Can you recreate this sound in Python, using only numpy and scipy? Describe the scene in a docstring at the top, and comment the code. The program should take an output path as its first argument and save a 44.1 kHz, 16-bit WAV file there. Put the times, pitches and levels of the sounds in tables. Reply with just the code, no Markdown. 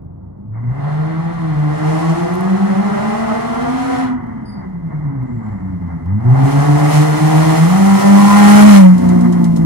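"""A six-cylinder car with a straight-pipe exhaust comes up a quiet street at night: it pulls far away,
coasts, pulls again, kicks down and roars past, then lifts off with a flutter of its turbo.
Periodic blowdown pulses excite the pipe's resonances, and the turbulent outflow hisses. Off the
throttle the turbo whistles down, unburnt fuel pops and the brakes squeak. House fronts reflect the
exhaust over a low street rumble, and the pass overloads the microphone."""
import sys
import numpy as np
from scipy import signal
from scipy.fft import rfft, irfft, next_fast_len
from scipy.io import wavfile
from scipy.ndimage import uniform_filter1d, map_coordinates

SR = 44100
rng = np.random.default_rng(int(sys.argv[2]) if len(sys.argv) > 2 else 0)


def digitize_waveform(pressure):
    """Quantize a signal to 16-bit integers and store it at the path in sys.argv[1].

    Rows of a 2-D input are taken as channels; values are limited to [-1, 1].
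    """
    field = np.atleast_2d(pressure).T
    bounded = np.clip(field, -1, 1)
    quanta = np.round(bounded * 32767).astype(np.int16)
    wavfile.write(sys.argv[1], SR, quanta)


N = 425565
TIME = np.arange(N) / SR


def amp(db):
    """Amplitude ratio of a level in decibels."""
    return 10 ** (np.asarray(db) / 20)


def unit(x):
    """Normalisation to rms 1."""
    return x / np.sqrt(np.mean(x ** 2) + 1e-20)


def along(points, hz):
    """Interpolation of (f/Hz, value) points on a logarithmic frequency axis."""
    f, v = np.transpose(points)
    return np.interp(np.log(hz + 1), np.log(f + 1), v)


def curve(points):
    """Linear interpolation of (t/s, value) points at every sample."""
    return np.interp(TIME, *np.transpose(points))


def humps(rows, t):
    """One Hann window for each row (centre t/s, duration/s, ...)."""
    centre, length = np.transpose(rows)[:2, :, None]
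    return np.cos(np.pi * np.clip((t - centre) / length, -1 / 2, 1 / 2)) ** 2


def wobble(rate):
    """Smooth random modulation: a spline through `rate` Gaussian knots a second."""
    coarse = np.linspace(0, N, int(8 * N * rate / SR) + 2)
    knots = rng.standard_normal(int(N * rate / SR) + 4)
    return np.interp(np.arange(N), coarse, map_coordinates(knots, [coarse * rate / SR]))


def filtered(x, response):
    """Linear filtering: the spectrum of x times a complex frequency response."""
    m = next_fast_len(N + SR // 2)
    return irfft(rfft(x, m) * response(np.fft.rfftfreq(m, 1 / SR)), m)[..., :N]


def coloured(x, spectrum):
    """Minimum-phase filtering by (f/Hz, gain/dB) points, normalised to rms 1."""
    size = 8192
    cepstrum = irfft(np.log(amp(along(spectrum, np.fft.rfftfreq(size, 1 / SR)))))
    cepstrum[1:size // 2] *= 2
    cepstrum[size // 2 + 1:] = 0
    ring = irfft(np.exp(rfft(cepstrum)))
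    return unit(signal.fftconvolve(np.atleast_2d(x), ring[None], axes=1)[:, :N])


# Likeness of left and right: f/Hz, coherence
COHERENCE = [(200, 0.95), (600, 0.73), (2000, 0.28), (2800, .4), (9000, 0.29)]
def air():
    """Partially coherent stereo white noise, most alike in the bass."""
    turn = lambda hz: np.arccos(np.clip(along(COHERENCE, hz), -1, 1)) / 2
    white = rng.standard_normal((2, N))
    mid, side = filtered(white, lambda hz: np.array([np.cos(turn(hz)), np.sin(turn(hz))]))
    return np.array([mid + side, mid - side])


# Engine speed as heard: t/s, firing f/Hz
FIRING_RATE = [(0, 83.6), (0.27, 90.7), (.6, 115.1), (0.87, 147.3), (1.33, 171.6), (1.58, 148.3), (2, 162),
               (2.5, 191.5), (3.35, 231.5), (3.9, 269.6), (4.2, 246.9), (5, 149.6), (5.6, 96.34),
               (6.04, 82.43), (6.25, 122.2), (6.38, 134.1), (6.6, 145.8), (7.62, 161.8), (7.77, 193.6),
               (8.25, 202.4), (8.68, 208.8), (8.88, 183.1), (9.35, 177), (9.65, 166)]
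def firing_count(unsteady):
    """Phase is the integral of frequency: firings elapsed as the crank turns slightly unevenly."""
    rate = uniform_filter1d(curve(FIRING_RATE), size=2000)
    return np.cumsum(rate * (1 + unsteady * wobble(45))) / SR


# A pull, coasting, a second pull, the lift: t/s, effort (0-1)
ENGINE_EFFORT = [(.5, 0), (0.535, 0.17), (0.69, 0.47), (.77, 0.64), (0.88, 0.79), (1.6, 0.86), (1.89, 0.99),
                 (4.02, 0.99), (4.19, 0.34), (6.16, 0.28), (6.29, 0.57), (6.46, 0.95), (8.76, 0.87),
                 (8.93, 0.22)]
COAST_EFFORT = 0.34
def throttle():
    """Engine load: 0 when coasting, 1 at full effort."""
    return np.clip((curve(ENGINE_EFFORT) - COAST_EFFORT) / (1 - COAST_EFFORT), 0, 1)


PASS_S, CAR_M_PER_S, CLOSEST_M = 8.9, 14.32, 3
POSITION_M = CAR_M_PER_S * (TIME - PASS_S)
DISTANCE_M = np.hypot(POSITION_M, CLOSEST_M)
REMOTENESS = DISTANCE_M / (DISTANCE_M + 50)
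def level(base_db, slack_db, near_db, speed_db, behind_db, full_effort=1):
    """Spreading and directivity: level/dB, base_db at full effort, 150 Hz and 30 m before the pass."""
    slack = 1 - np.minimum(curve(ENGINE_EFFORT) / full_effort, 1)
    decades_nearer = np.log10(30 / DISTANCE_M)
    octaves_faster = np.log2(curve(FIRING_RATE) / 150)
    behind = np.clip(POSITION_M / 2.2, 0, 1)  # 2.2 m past, the tailpipe faces the microphone
    source_db = base_db - slack_db * slack + speed_db * octaves_faster
    return source_db + near_db * decades_nearer + behind_db * behind


def order_line(count, multiple, shake_db):
    """Amplitude modulation: one multiple of the firing rate, shaken by uneven combustion, at rms 1."""
    return unit(np.sin(2 * np.pi * (multiple * count + rng.random())) * amp(shake_db * wobble(14)))


# Pipe response to the firing tone: f/Hz, gain/dB
FUNDAMENTAL_RESPONSE = [(85, -8.5), (135, -1.5), (190, -3.5), (215, -0.5), (270, -8)]
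def boom_level():
    """Resonance: the level/dB of the firing tone rises as it sweeps through the pipe's peaks."""
    law_db = level(-10, slack_db=17, near_db=15.5, speed_db=-3, behind_db=0.5, full_effort=0.51)
    return law_db + along(FUNDAMENTAL_RESPONSE, curve(FIRING_RATE))


# Exhaust flares and sags: centre t/s, duration/s, then gain/dB of hiss, octave, rasp, crackle
EXHAUST_FLARES = [(0.558, .14, -3, -6, 10.5, -1), (.65, 1.04, 3, -8, -0.5, -2), (1.998, 1, 6.5, 0.5, 3, 3),
                  (3.14, 0.85, 2.5, -14, 4.5, 2), (3.943, 0.59, 2, 4, -3, 1),
                  (4.776, 0.34, -3, -8.5, -3.5, 1), (5.14, 0.3, -3.5, 7, 1, -6),
                  (5.474, 0.24, 1, -4, 2.5, 2), (6.32, 0.17, 1.5, 2.5, 1, -17),
                  (6.962, 0.26, 8, -2, 0.5, 4.5), (7.42, 0.93, 1.5, 1.5, 0, 5),
                  (7.841, 0.62, -1.5, -11.5, -1.5, -4.5), (8.568, 0.6, 1.5, -5, 3.5, -0.5)]
def flare_db(layer):
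    """Slow amplitude modulation: the gain/dB that the flares give one layer."""
    column = 2 + ["hiss", "octave", "rasp", "crackle"].index(layer)
    t = TIME[::100]
    return np.interp(TIME, t, np.transpose(EXHAUST_FLARES)[column] @ humps(EXHAUST_FLARES, t))


# Lines of a once-a-turn imbalance: multiple of the crank speed, relative level/dB
CRANK_ORDERS = [(2, -15), (4, 0), (5, -14), (9, -14), (10, -21), (11, -20), (12, -22), (15, -26), (18, -28)]
# Swells and dips of the firing tone: t/s, gain/dB
BOOM_SWELL = [(.38, 1.5), (.49, 11.5), (.65, -0.5), (.9, 0), (1.35, 1), (1.45, 1.5), (2.7, 6), (3.4, -3.5),
              (3.72, 4), (4.13, 4), (4.22, 0), (4.55, -9.5), (4.84, 1.5), (5.18, 3.5), (5.3, -5),
              (6.05, 0.5), (6.15, 11), (6.22, -3), (6.32, 8.5), (6.47, 0), (7.02, 1.5), (7.19, -6),
              (7.24, 2.5), (7.53, 0), (7.93, 2.5), (8.02, -7.5), (8.09, 4.5), (8.3, -3), (8.7, 2), (8.8, 1),
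              (8.92, 4.5), (9.02, -5.5), (9.08, 2)]
# Pipe response to harmonics 2 and 3: f/Hz, gain/dB
HARMONIC_RESPONSE = [(170, -1.5), (215, 6), (255, -4.5), (320, -6.5), (380, -7), (430, -14.5), (540, -29)]
def drone(count, fading_db):
    """Periodic firing gives a harmonic series; unequal cylinders add lines between the harmonics."""
    ragged_db = 3.5 - .8 * throttle()
    line = lambda multiple: order_line(count, multiple, ragged_db)
    banks = unit(sum(amp(db) * line(k + 1 / 2) for k, db in enumerate([-3, 0, -8])))
    banks *= amp(level(-36.5, slack_db=17.5, near_db=17, speed_db=10.5, behind_db=7.5))
    firings_per_turn = len(FIRING_ORDER) / 2
    crank = unit(sum(amp(db) * line(k / firings_per_turn) for k, db in CRANK_ORDERS))
    crank *= amp(level(-45.5, slack_db=-7, near_db=10.5, speed_db=4.5, behind_db=16.5))
    waver_db = fading_db * REMOTENESS * (2 - throttle()) * wobble(14) + .7 * wobble(60)
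    firing = amp(boom_level() + curve(BOOM_SWELL) + waver_db) * order_line(count, 1, shake_db=.2)
    harmonic = lambda k: amp(along(HARMONIC_RESPONSE, k * curve(FIRING_RATE))) * line(k)
    upper_db = level(-11, slack_db=26, near_db=10.5, speed_db=-8.5, behind_db=9.5) + flare_db("octave")
    upper = amp(upper_db) * (harmonic(2) + amp(-5.5) * harmonic(3))
    ease_in = np.minimum(TIME / .01, 1)
    return ease_in * (firing + upper + banks + crank)


# Flattening of the echo from behind the car: t/s, fraction of the frequency lost
ECHO_SHIFT = [(.9, 0), (1.8, .022), (2.45, .058), (3.9, .066), (6.4, .05)]
def both_ways(source, count, echo_share):
    """Doppler shift: the tailpipe points backwards, so a flattened echo joins the direct sound."""
    echo_count = np.cumsum(np.gradient(count) * (1 - curve(ECHO_SHIFT)))
    share = echo_share * DISTANCE_M ** 2 / (DISTANCE_M ** 2 + 28 ** 2)
    return np.sqrt(1 - share) * source(count) + np.sqrt(share) * source(echo_count)


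# Reflections off house fronts: initial delay/s, growth of the delay/(s/s), relative gain
REFLECTIONS = [(.02484, .00055, .28), (.09663, .00596, .24), (.03626, .00901, .2)]
def house_fronts(x):
    """Interference: reflections meet the direct sound, so a gliding tone swells and fades."""
    echoes = sum(gain * np.interp(TIME - delay - growth * TIME, TIME, x)
                 for delay, growth, gain in REFLECTIONS)
    return x + echoes * DISTANCE_M / (DISTANCE_M + 16.3)


# Reverberation time of the street: f/Hz, T60/s
STREET_T60 = [(150, 0.96), (1000, 0.87), (4000, 0.45), (12000, 0.16)]
def street(x, share, wall_s, wall_db, tail_db):
    """Reverberation: one slap from a house front and a diffuse tail, both scaled by share."""
    hz, t, noise = signal.stft(air()[:, :SR], SR, nperseg=256)
    tail = signal.istft(noise * amp(-60 * t / along(STREET_T60, hz)[:, None]), SR, nperseg=256)[1]
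    x = np.atleast_2d(x)
    diffuse = signal.fftconvolve(x, tail / np.linalg.norm(tail[0]), axes=1)[:, :N]
    slap = filtered(x, lambda hz: np.exp(-2j * np.pi * hz * wall_s))
    total = np.sqrt(1 + share ** 2 * (amp(wall_db) ** 2 + amp(tail_db) ** 2))
    return (x + share * (amp(wall_db) * slap + amp(tail_db) * diffuse)) / total


# Course of the street rumble: t/s, relative level/dB
RUMBLE_COURSE = [(0.0, -45), (3.1, -48.5), (3.6, -43.5), (5.13, -42.5), (6.2, -42.5), (6.8, -46),
                 (8.0, -57.5), (8.74, -45.5), (8.92, -55), (9.5, -45), (9.65, -31.5)]
# An engine idling in the street: nominal f/Hz, level/dB re the rumble
IDLE_LINES = [(43, -13), (64, -9)]
# Spectrum of the rumble: f/Hz, relative level/dB
RUMBLE_SPECTRUM = [(15, -24.5), (33, -5.5), (43, -12), (52, -17.5), (70, -8), (120, -2.5), (200, -9),
                   (400, -18.5), (1000, -32), (1500, -43), (3000, -88)]
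# Spectrum of the eddies: f/Hz, relative level/dB
EDDY_SPECTRUM = [(20, -57.5), (50, -22.5), (90, -5.5), (150, 18.5), (250, 5.5), (400, -10), (800, -68)]
def road(gain_db):
    """Superposition of street rumble, an idling engine and eddies that follow the exhaust's strength."""
    idle = sum(amp(db) * order_line(hz * TIME + 0.12 * wobble(7.7), 0.98, shake_db=-5)
               for hz, db in IDLE_LINES)
    eddies = amp(0.59 * boom_level() - 21) * coloured(air(), EDDY_SPECTRUM)
    return amp(curve(RUMBLE_COURSE) + gain_db) * (coloured(air(), RUMBLE_SPECTRUM) + idle) + eddies


# The cylinders in turn: relative strength, lateness/firing intervals
FIRING_ORDER = [(0.79, 0.016), (0.75, 0.036), (0.99, 0.0049), (0.64, 0.024), (1.18, 0.00054), (1.12, 0.029)]
def blowdowns(count, jitter, scatter_db):
    """Impulse train: one pulse per opening exhaust valve, each with its own strength and timing."""
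    k = np.arange(1, int(count[-1]))
    strength, late = np.array(FIRING_ORDER)[k % len(FIRING_ORDER)].T
    chance = rng.standard_normal((len(k), 2))
    at = np.interp(k + late + jitter * chance[:, 0], count, np.arange(N))
    size = strength * amp(scatter_db * chance[:, 1])
    size *= np.sqrt(np.abs(np.gradient(at)))  # equal power at any firing rate
    whole, part = at.astype(int), at % 1
    pulses = np.bincount(whole, size * (1 - part), N + 1) + np.bincount(whole + 1, size * part, N + 1)
    return pulses[:N]


# Spectrum of the coasting exhaust: f/Hz, relative level/dB
OVERRUN_SPECTRUM = [(60, -39.5), (110, -23), (150, -6), (260, 2), (310, -10.5), (420, -22), (530, -13),
                    (1200, -33.5), (2500, -55.5)]
def overrun(count):
    """Timing jitter smears harmonics: with the throttle shut, ragged firing makes a low flutter."""
    thumps = coloured(blowdowns(count, jitter=.3, scatter_db=5), OVERRUN_SPECTRUM)
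    thump_db = level(-49.5, slack_db=-3, near_db=2, speed_db=7, behind_db=21.5)
    return amp(thump_db) * (1 - throttle()) * thumps


def puffs(count, depth):
    """Amplitude modulation: noise that swells once per firing."""
    return unit(air() * np.exp(depth * np.cos(2 * np.pi * count)))


# Spectrum of the ringing pipe: f/Hz, relative level/dB
PIPE_SPECTRUM = [(60, -79.5), (150, -55.5), (290, -2.5), (420, 1.5), (490, 4), (550, -2), (640, 4.5),
                 (810, 0), (920, -4.5), (1030, -5.5), (1300, -7.5), (1600, -10.5), (2080, -13),
                 (2300, -32.5), (2700, -19.5), (4500, -78)]
# Spectrum of a mid-range rush, probably the tyres: f/Hz, relative level/dB
RUSH_SPECTRUM = [(200, -10), (330, 2), (420, -1.5), (530, 1.5), (700, 2.5), (950, 1), (1200, -2),
                 (1600, -6.5), (1850, -8.5), (2060, -3.5), (2280, -18.5), (2600, -64), (4000, -66)]
def rasp(count):
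    """Impulse excitation: pulses ring the pipe; a wavering rush is heard mostly while the car coasts."""
    load = throttle()
    pulses = both_ways(lambda c: blowdowns(c, jitter=0.004, scatter_db=2), count, echo_share=0.76)
    ring = street(coloured(pulses, PIPE_SPECTRUM), np.sqrt(REMOTENESS), wall_s=.05, wall_db=-3, tail_db=3)
    waver_db = 1.2 * (2 - load) * wobble(28)
    rush = coloured(puffs(count, depth=0.11), RUSH_SPECTRUM) * amp(waver_db)
    pulsed = .08 + .82 * load
    blend = np.sqrt(pulsed) * ring + np.sqrt(1 - pulsed) * rush
    # both are faint before the first pull
    lull_db = 17 * (1 - np.minimum(curve(ENGINE_EFFORT) / COAST_EFFORT, 1))
    rasp_db = level(-20, slack_db=24, near_db=14.5, speed_db=-0.05, behind_db=3) + flare_db("rasp")
    return amp(rasp_db - lull_db + 1.5 * wobble(8)) * blend


def far_echo(x, t60, db):
    """Exponential decay: the distant exhaust rolls on down the street without its bass and treble."""
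    band = [(500, -28.5), (900, -1), (1500, -4), (2050, 5), (2500, -22.5), (5000, -46)]
    tail = coloured(air(), band)[:, :SR] * amp(-60 * TIME[:SR] / t60)
    return amp(db) * signal.fftconvolve(x * REMOTENESS, tail / np.linalg.norm(tail[0]), axes=1)[:, :N]


# Spectrum of the tailpipe hiss: f/Hz, relative level/dB
JET_SPECTRUM = [(1200, -33), (2000, 2), (2500, 2), (3500, -4), (4300, -3.5), (6300, -2.5), (8000, -4.5),
                (9800, -4), (11500, -12), (15000, -21)]
def jet(count, boost_lag_s):
    """Jet noise: gas leaves the tailpipe with a pulsing hiss; air absorption dulls it at a distance."""
    near = coloured(puffs(count, depth=0.17), JET_SPECTRUM)
    absorption = [(2500, -0.5), (4000, -1.5), (7000, -5), (10300, -6), (12500, -10)]
    far = filtered(near, lambda hz: amp(along(absorption, hz)))
    away = np.clip(DISTANCE_M / 40 - 1 / 2, 0, 1)
    asked_db = level(-31, slack_db=41.5, near_db=20, speed_db=1.5, behind_db=3.5)
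    # the hiss waits for the turbo to spool up, but stops at once
    hiss_db = np.minimum(asked_db, np.interp(TIME - boost_lag_s, TIME, asked_db))
    return amp(hiss_db + flare_db("hiss") + 0.73 * wobble(50)) * (away * far + (1 - away) * near)


# Pipe response to the engine orders: f/Hz, gain/dB
SNARL_RESPONSE = [(300, -12), (410, -10.5), (480, -0.5), (550, -5), (640, -6), (760, 3), (880, -4.5),
                  (1020, -1.5), (1150, -5.5), (1400, -2), (1700, -11), (2000, -14), (2300, -23.5),
                  (3000, -26)]
# Passing howls: centre t/s, duration/s, f/Hz, peak gain/dB
HOWL_PEAKS = [(1.978, 0.31, 860, 10.5), (3.15, 0.56, 660.5, -9), (6.323, 0.46, 746, 14.5),
              (7.377, .55, 820, 6), (8.262, 0.63, 920, 10.5), (8.547, 0.91, 1490, 12.5)]
def snarl(count, howl_octaves=0.23, half_order_db=-3, wake_m=5.5):
    """Forced resonance: under load, whole and half orders swell as they sweep the pipe's peaks."""
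    at = np.arange(0, N, 100)
    rate = np.gradient(count)[at] * SR
    wake = 1 / (1 + (DISTANCE_M / wake_m) ** 4)  # close by, the wake shakes and weakens the snarl
    shaken = count + (.004 + 0.029 * wake) * wobble(90)
    centre_hz, peak_db = np.transpose(HOWL_PEAKS)[2:, :, None]
    howls_db = peak_db * humps(HOWL_PEAKS, at / SR)
    lines = np.zeros(N)
    for k in np.arange(5, 29) / 2:
        in_tune = np.exp(-(np.log2(k * rate / centre_hz) / howl_octaves) ** 2 / 2)
        pipe_db = along(SNARL_RESPONSE, k * rate) + np.sum(howls_db * in_tune, axis=0)
        shake_db = 2.8 * wobble(24)[at]
        gain = amp(pipe_db + half_order_db * (k % 1 > 0) + shake_db)
        lines += np.interp(np.arange(N), at, gain) * np.sin(2 * np.pi * (k * shaken + rng.random()))
    # the cylinders take turns, so every line has sidebands
    cycle = 2 * np.pi * count / len(FIRING_ORDER)
    lope = 1 + .35 * np.cos(cycle) + .3 * np.sin(2 * cycle)
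    snarl_db = level(-33.5, slack_db=2.5, near_db=11, speed_db=8.5, behind_db=3) - 4 * wake
    return amp(snarl_db) * throttle() * lope * lines


# Spectrum of an exhaust crack: f/Hz, relative level/dB
CRACK_SPECTRUM = [(700, -28), (1400, 5.5), (1800, 8), (2500, 3), (4400, -1), (5300, -13), (6000, -24),
                  (10500, -20.5), (13000, -42.5)]
def crackle(count):
    """Short pulses are broadband: on an open throttle each blowdown leaves with a sharp, uneven crack."""
    pulses = both_ways(lambda c: blowdowns(c, jitter=0.022, scatter_db=1), count, echo_share=0.77)
    cracks = street(coloured(pulses, CRACK_SPECTRUM), 1, wall_s=.045, wall_db=-3, tail_db=5)
    crack_db = level(-41.5, slack_db=62.5, near_db=13.5, speed_db=2.5, behind_db=-12, full_effort=0.75)
    return amp(crack_db + flare_db("crackle")) * cracks


# Thin ticks during the first pull: t/s, level/dB
TICK_EVENTS = [(2.34, -37.5), (2.353, -34), (2.409, -33.5)]
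def ticks(decay_s):
    """Transients: bright noise with a fast exponential decay is heard as a tick."""
    onset, db = np.transpose(TICK_EVENTS)
    age = TIME - onset[:, None]
    bursts = amp(db) @ ((age > 0) * np.exp(-np.abs(age) / decay_s))
    return bursts * coloured(air(), [(4000, -27), (8000, 2), (10000, 6), (15500, -14)])


# Faint high whistles and squeaks: t/s, duration/s, f/Hz, level/dB, relative overtone/dB, fractional waver
HIGH_TONES = [(4.197, 0.43, 3100, -72, -22.5, 0.017), (4.454, 0.11, 4814, -46, -8.5, .012),
              (4.535, 0.087, 4790, -52.5, -22, .007), (5.247, 0.56, 7468, -69.5, -41.5, 0.026)]
def whistles_and_squeaks(sag):
    """Frequency modulation: wavering, sagging tones of the turbo winding down, then of the brakes."""
    out = np.zeros(N)
    for onset, length, hz, db, overtone_db, waver in HIGH_TONES:
        progress = np.clip((TIME - onset) / length, 0, 1)
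        pitch_hz = hz * (1 + waver * wobble(700) - sag * (progress - 1 / 3))
        phase = 2 * np.pi * np.cumsum(pitch_hz) / SR
        swell = amp(db + 2 * wobble(51)) * np.abs(np.sin(np.pi * progress ** 0.43))
        out += swell * (np.sin(phase) + amp(overtone_db) * np.sin(2 * phase))
    return street(out, 1, wall_s=.03, wall_db=-9, tail_db=-9)


# Pops off the throttle: t/s, level/dB
POP_EVENTS = [(4.235, -31.5), (5.463, -32), (5.486, -37), (5.865, -42.5), (5.92, -37), (6.06, -37.5),
              (6.205, -34)]
# Spectrum of a pop: f/Hz, relative level/dB
POP_SPECTRUM = [(300, -10), (550, -2), (800, 11), (1200, -3), (2100, -8.5), (2600, -32), (6000, -38),
                (9000, -48), (13000, -69.5)]
def pops(decay_s):
    """Impulsive combustion: unburnt fuel pops softly in the pipe, and the street answers."""
    onset, db = np.transpose(POP_EVENTS)
    age = TIME - onset[:, None]
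    bursts = amp(db) @ ((age > 0) * np.exp(-np.clip(age / decay_s, 0, 50)))
    noise = coloured(rng.standard_normal(N), POP_SPECTRUM)
    return street(bursts * noise, 1, wall_s=.035, wall_db=-8, tail_db=-5)


# Turbo surges after the lift: t/s, level/dB
SURGES = [(8.979, -38), (9.088, -35), (9.208, -39.5), (9.324, -37), (9.441, -34.5), (9.561, -35)]
def turbo_flutter(attack_s, decay_s, snap_db, snap_s):
    """Compressor surge: trapped boost coughs back in short chuffs, each opening with a snap."""
    onset, db = np.transpose(SURGES)
    age = np.clip(TIME - onset[:, None], 0, 1 / 2)
    rise = 1 - np.exp(-age / attack_s)
    fall = np.exp(-age / decay_s) + amp(snap_db) * np.exp(-age / snap_s)
    hiss = coloured(air(), [(1200, -13), (3000, 6), (7000, 9.5), (10000, 6.5), (15000, -17.5)])
    return amp(db) @ (rise * fall) * hiss


def scene():
    """Superposition of car and street; the reverberant share grows with the car's distance."""
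    count = firing_count(unsteady=0.00328)
    low = both_ways(lambda c: drone(c, fading_db=1.5), count, echo_share=.26)
    low = street(house_fronts(low), REMOTENESS ** 2, wall_s=.26, wall_db=-7, tail_db=-7)
    bark = street(both_ways(snarl, count, echo_share=1), REMOTENESS, wall_s=.06, wall_db=-7, tail_db=-2)
    grit = rasp(count) + crackle(count)
    car = low + bark + grit + far_echo(grit, t60=2.1, db=-13)
    car += jet(count, boost_lag_s=0.027) + overrun(count) + pops(decay_s=0.011) + ticks(decay_s=.002)
    car += turbo_flutter(attack_s=0.00061, decay_s=0.016, snap_db=-4.5, snap_s=0.0024)
    return car + whistles_and_squeaks(sag=.012) + road(gain_db=9.5)


def record(dry, left_lag_s=.00096, low_cut_hz=35, top_hz=15700):
    """Saturation: both channels flatten at full scale and are band-limited; the left is late and dull."""
    tilt = [(5000, 0), (8000, 2), (12000, -11.5)]  # f/Hz, left re right/dB
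    left = filtered(dry[0], lambda hz: amp(along(tilt, hz) / 2) * np.exp(-2j * np.pi * hz * left_lag_s))
    right = filtered(dry[1], lambda hz: amp(-along(tilt, hz) / 2))
    pair = np.array([left, right])
    flattened = pair / (1 + np.abs(pair) ** 5) ** (1 / 5)
    return filtered(flattened, lambda hz: (hz < top_hz) * hz ** 4 / (hz ** 4 + low_cut_hz ** 4))


dry = scene()
out = record(dry)
digitize_waveform(out)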